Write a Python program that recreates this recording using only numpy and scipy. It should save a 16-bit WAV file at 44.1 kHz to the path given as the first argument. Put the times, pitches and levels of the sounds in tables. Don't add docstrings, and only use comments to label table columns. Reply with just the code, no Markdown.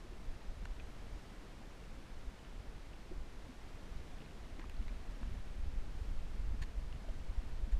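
import sys
import numpy as np
from scipy import signal
from scipy.fft import rfft, irfft, next_fast_len
from scipy.io import wavfile
from scipy.ndimage import uniform_filter1d

SR = 44100
rng = np.random.default_rng(int(sys.argv[2]) if len(sys.argv) > 2 else 0)


def store_pcm(level_fs):
    pcm = np.round(np.clip(level_fs, -1, 1) * 32767).astype(np.int16)
    wavfile.write(sys.argv[1], SR, np.atleast_2d(pcm).T)


N = 343539
TIME = np.arange(N) / SR
TICK_AGE = np.arange(int(0.03 * SR)) / SR
TOP_HZ = 15050

# time_s, level_db
SURGE_LEVELS = [(0, -48), (0.4, -48.5), (0.9, -47), (1.15, -54.5), (1.45, -53.5), (2.3, -52.5), (3.2, -51),
                (4.35, -50.5), (4.6, -46.5), (5.1, -44), (5.55, -43.5), (6.25, -43.5), (6.65, -43),
                (7.1, -47), (7.79, -42.5)]
# frequency_hz, relative_db
EDDY_SPECTRUM = [(8, -4.5), (18, 1.5), (28, -2.5), (40, -2.5), (54, -9), (80, -15.5), (110, -23),
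                 (170, -31.5), (300, -44), (800, -82)]
# centre_s, pitch_hz, level_db
EDDY_BUMPS = [(0.497, 28.7, -33), (0.621, 33, -32), (0.712, 32.7, -33), (1.154, 40.4, -35.5),
              (2.282, 34.2, -34), (2.604, 68, -40), (3.216, 33, -35.5), (4.803, 33.7, -29.5),
              (4.91, 31.4, -32), (6.02, 51.3, -31.5), (6.621, 52.4, -32), (6.783, 37.7, -28),
              (6.958, 55, -39), (7.298, 38, -31), (7.385, 37.7, -27), (7.534, 30.3, -29.5),
              (7.636, 37, -28.5), (7.741, 35, -23)]
# frequency_hz, relative_db
HISS_SPECTRUM = [(40, 0), (120, 3), (220, 1.5), (400, -3), (700, -6), (1200, -10), (2000, -12.5),
                 (3200, -16.5), (5000, -20.5), (8000, -26.5), (11000, -32), (15000, -40)]
# start_s, starting_pitch_hz, peak_db
NEAR_BUBBLES = [(.04, 338, -51.5), (0.116, 342, -53), (.615, 172, -49.5), (1.306, 195, -50),
                (1.615, 730, -57), (3.108, 330, -44), (3.111, 480, -53), (3.486, 234, -48),
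                (4.586, 305, -48), (4.801, 212, -50.5), (4.899, 213, -52), (5.161, 258, -56),
                (5.205, 208, -47), (5.221, 285, -50), (5.249, 216, -49.5), (6.34, 192, -50.5),
                (6.528, 210, -50.5), (6.596, 120, -44.5), (6.603, 167, -55), (6.935, 121, -47.5),
                (7.008, 193, -52), (7.046, 650, -55), (7.084, 580, -48), (7.669, 202, -48)]
# start_s, level_db, pitch_hz, decay_s
BUBBLE_BURSTS = [(.418, -49, 990, 0.0022), (0.6555, -40, 1450, 0.0019), (.799, -45.5, 2520, 0.0019),
                 (.7991, -49.5, 3450, 0.00072), (0.8032, -51, 2470, .003), (1.8385, -53, 2680, .0025),
                 (2.391, -50, 3000, .0015), (2.4496, -49, 2900, .0014), (2.9338, -50.5, 2700, 0.002),
                 (4.2035, -49, 2750, .0014), (4.219, -50, 2850, .0014), (4.253, -54, 4100, .0016),
                 (4.261, -52, 2550, .0016), (4.310, -54, 2650, .0016), (4.597, -50, 1950, 0.0015),
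                 (4.6415, -44.5, 1180, .0018), (4.6976, -45.5, 2650, 0.001), (4.8818, -47, 2120, .0014),
                 (4.8817, -52.5, 3900, .0012), (4.8935, -51, 2400, .002), (5.231, -46, 1090, .0013),
                 (5.231, -50, 2600, .0017), (6.927, -43, 2840, .0013), (7.0893, -47, 2930, .0008)]
# start_s, peak_db, cutoff_hz
GRIT_IMPACTS = [(0.654, -41.5, 8000), (.6558, -45, 3500), (4.5952, -44.5, 2200), (4.616, -50, 2200),
                (4.6968, -46, 14000), (4.8817, -54, 3500), (5.2313, -51, 2000), (6.618, -51, 14000),
                (6.6244, -38.5, 5500), (6.627, -44, 4500), (6.631, -47, 5000), (6.6358, -42, 4000),
                (6.638, -50, 4000)]
# frequency_hz, bandwidth_hz, gain_db
CASE_MODES = [(1040, 150, 3.5), (1780, 260, 7.5), (2380, 240, -2.5), (2780, 230, -6.5), (3600, 330, -9),
              (4230, 250, -4), (5670, 700, -11.5), (6700, 240, -3.5), (8400, 420, -11.5), (11500, 800, -12)]
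# strongest_s, level_db, release_s, cutoff_hz
WEED_CONTACTS = [(4.597, -59.5, .04, 2300), (6.620, -53.5, .018, 10000), (7.722, -59.5, 0.016, 8000)]


def undb(db):
    return 10 ** (np.asarray(db) / 20)


def unit(x):
    return x / np.sqrt(np.mean(x ** 2))


def colour(x, spectrum):
    hz, db = np.transpose(spectrum)
    size = next_fast_len(N)
    bin_hz = np.maximum(np.fft.rfftfreq(size, 1 / SR), 1)
    gain = undb(np.interp(np.log(bin_hz), np.log(hz), db))
    return unit(irfft(rfft(x, size) * gain, size)[:N])


def resonate(x, hz, bandwidth_hz):
    return signal.lfilter(*signal.iirpeak(min(hz, TOP_HZ), hz / bandwidth_hz, fs=SR), x)


def soften(x, cutoff_hz):
    return signal.sosfilt(signal.butter(2, min(cutoff_hz, TOP_HZ), fs=SR, output="sos"), x)


def wander(rate_hz):
    hold = int(SR / rate_hz)
    steps = np.repeat(rng.standard_normal(N // hold + 1), hold)
    return unit(uniform_filter1d(steps, hold)[:N])


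def impulses(per_s, spread_db):
    occurs = rng.random(N) < per_s / SR
    return occurs * undb(spread_db * np.clip(rng.standard_normal(N), -2, 2))


def add(out, start_s, sound):
    first = max(int(start_s * SR), 0)
    part = out[first:first + len(sound)]
    part += sound[:len(part)]


def eddy_rumble(surge_db, above_surge_db=3.5, gust_db=2):
    eddies = impulses(per_s=160, spread_db=3)
    pressure = colour(eddies - eddies.mean(), EDDY_SPECTRUM)
    out = pressure * undb(surge_db + above_surge_db + gust_db * wander(rate_hz=9))
    for centre_s, pitch_hz, level_db in EDDY_BUMPS:
        half_s = 0.94 / pitch_hz
        t = np.arange(-half_s, half_s, 1 / SR)
        wave = np.sin(2 * np.pi * (pitch_hz * t + rng.random()))
        add(out, centre_s - half_s, undb(level_db) * np.hanning(len(t)) ** 2 * wave)
    return out


def hiss(level_db=-56.5, waver_db=0.38):
    noise = colour(rng.standard_normal(N), HISS_SPECTRUM)
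    return noise * undb(level_db + waver_db * wander(rate_hz=5.4))


def whine(pitch_hz=8871, rms_db=-99.5):
    return undb(rms_db) * np.sqrt(2) * np.sin(2 * np.pi * pitch_hz * TIME)


def bubble(pitch_hz, glide=0.25, swell_share=0.17):
    length_s = 0.059 * (241 / pitch_hz) ** 0.75
    progress = np.linspace(0, 1, int(SR * length_s))
    envelope = (progress / swell_share) ** 2 * np.exp(2 * (1 - progress / swell_share))
    rising_hz = pitch_hz * (1 + glide * progress)
    return envelope * np.sin(2 * np.pi * np.cumsum(rising_hz) / SR)


def gurgle(surge_db, per_s=110, low_hz=120, high_hz=440, spread_db=5.5, base_db=-70.5):
    out = np.zeros(N)
    for when, pitch, size in rng.random((int(per_s * N / SR), 3)):
        pitch_hz = low_hz * (high_hz / low_hz) ** pitch
        add(out, when * N / SR, undb(spread_db * (2 * size - 1)) * bubble(pitch_hz))
    churn_db = 8 * np.exp(-((TIME - 4.44) / 0.57) ** 2)
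    return unit(out) * undb(base_db + churn_db + 0.12 * (surge_db - surge_db.mean()))


def pip(pitch_hz, decay_s, rise_s=0.00011):
    envelope = np.exp(-TICK_AGE / decay_s) * (1 - np.exp(-TICK_AGE / rise_s))
    return envelope * np.sin(2 * np.pi * pitch_hz * TICK_AGE)


def crackle(per_s=170, centre_hz=2300, spread_octaves=0.85, spread_db=3, base_db=-79.5):
    out = np.zeros(N)
    for when, pitch, chance in rng.random((int(per_s * N / SR), 3)):
        pitch_hz = centre_hz * 2 ** (spread_octaves * (2 * pitch - 1))
        snap_db = -spread_db * np.log(max(chance, 0.05))
        add(out, when * N / SR, undb(snap_db) * pip(pitch_hz, decay_s=0.001))
    turn_db = 8 * np.exp(-((TIME - 4.7) / 0.98) ** 2)
    return unit(out) * undb(base_db + turn_db)


def gulps():
    out = np.zeros(N)
    for start_s, pitch_hz, peak_db in NEAR_BUBBLES:
        add(out, start_s, undb(peak_db) * bubble(pitch_hz))
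    return out


def ticks(crack_decay_s=0.00071, crack_relative_db=-8):
    out = np.zeros(N)
    for start_s, level_db, pitch_hz, decay_s in BUBBLE_BURSTS:
        burst = rng.standard_normal(len(TICK_AGE)) * np.exp(-TICK_AGE / crack_decay_s)
        crack = soften(resonate(burst, pitch_hz, bandwidth_hz=0.7 * pitch_hz), cutoff_hz=4000)
        crack = undb(crack_relative_db) * crack / np.abs(crack).max()
        add(out, start_s, undb(level_db) * (pip(pitch_hz, decay_s) + crack))
    return out


def case_response(force):
    return sum(undb(db) * resonate(force, hz, bandwidth_hz) for hz, bandwidth_hz, db in CASE_MODES)


def grit_knocks(scrape_share=0.18, scrape_decay_s=0.0015):
    out = np.zeros(N)
    for start_s, peak_db, cutoff_hz in GRIT_IMPACTS:
        force = scrape_share * rng.standard_normal(len(TICK_AGE)) * np.exp(-TICK_AGE / scrape_decay_s)
        force[0] = 1
        knock = soften(case_response(force), cutoff_hz)
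        add(out, start_s, undb(peak_db) * knock / np.abs(knock).max())
    return out


def weed_brushes(attack_s=0.003):
    slips = impulses(per_s=2300, spread_db=1) * rng.choice([-1, 1], N)
    rubbing = case_response(slips)
    out = np.zeros(N)
    for strongest_s, level_db, release_s, cutoff_hz in WEED_CONTACTS:
        width_s = np.where(TIME < strongest_s, attack_s, release_s)
        contact = np.exp(-((TIME - strongest_s) / width_s) ** 2)
        out += undb(level_db) * contact * unit(soften(rubbing, cutoff_hz))
    return out


def scene():
    surge_db = np.interp(TIME, *np.transpose(SURGE_LEVELS))
    background = eddy_rumble(surge_db) + hiss() + gurgle(surge_db) + whine()
    events = gulps() + ticks() + grit_knocks() + weed_brushes()
    return (background + events + crackle())[None]


def record(dry):
    return signal.sosfilt(signal.ellip(10, 0.1, 70, TOP_HZ, fs=SR, output="sos"), dry)


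dry = scene()
out = record(dry)
store_pcm(out)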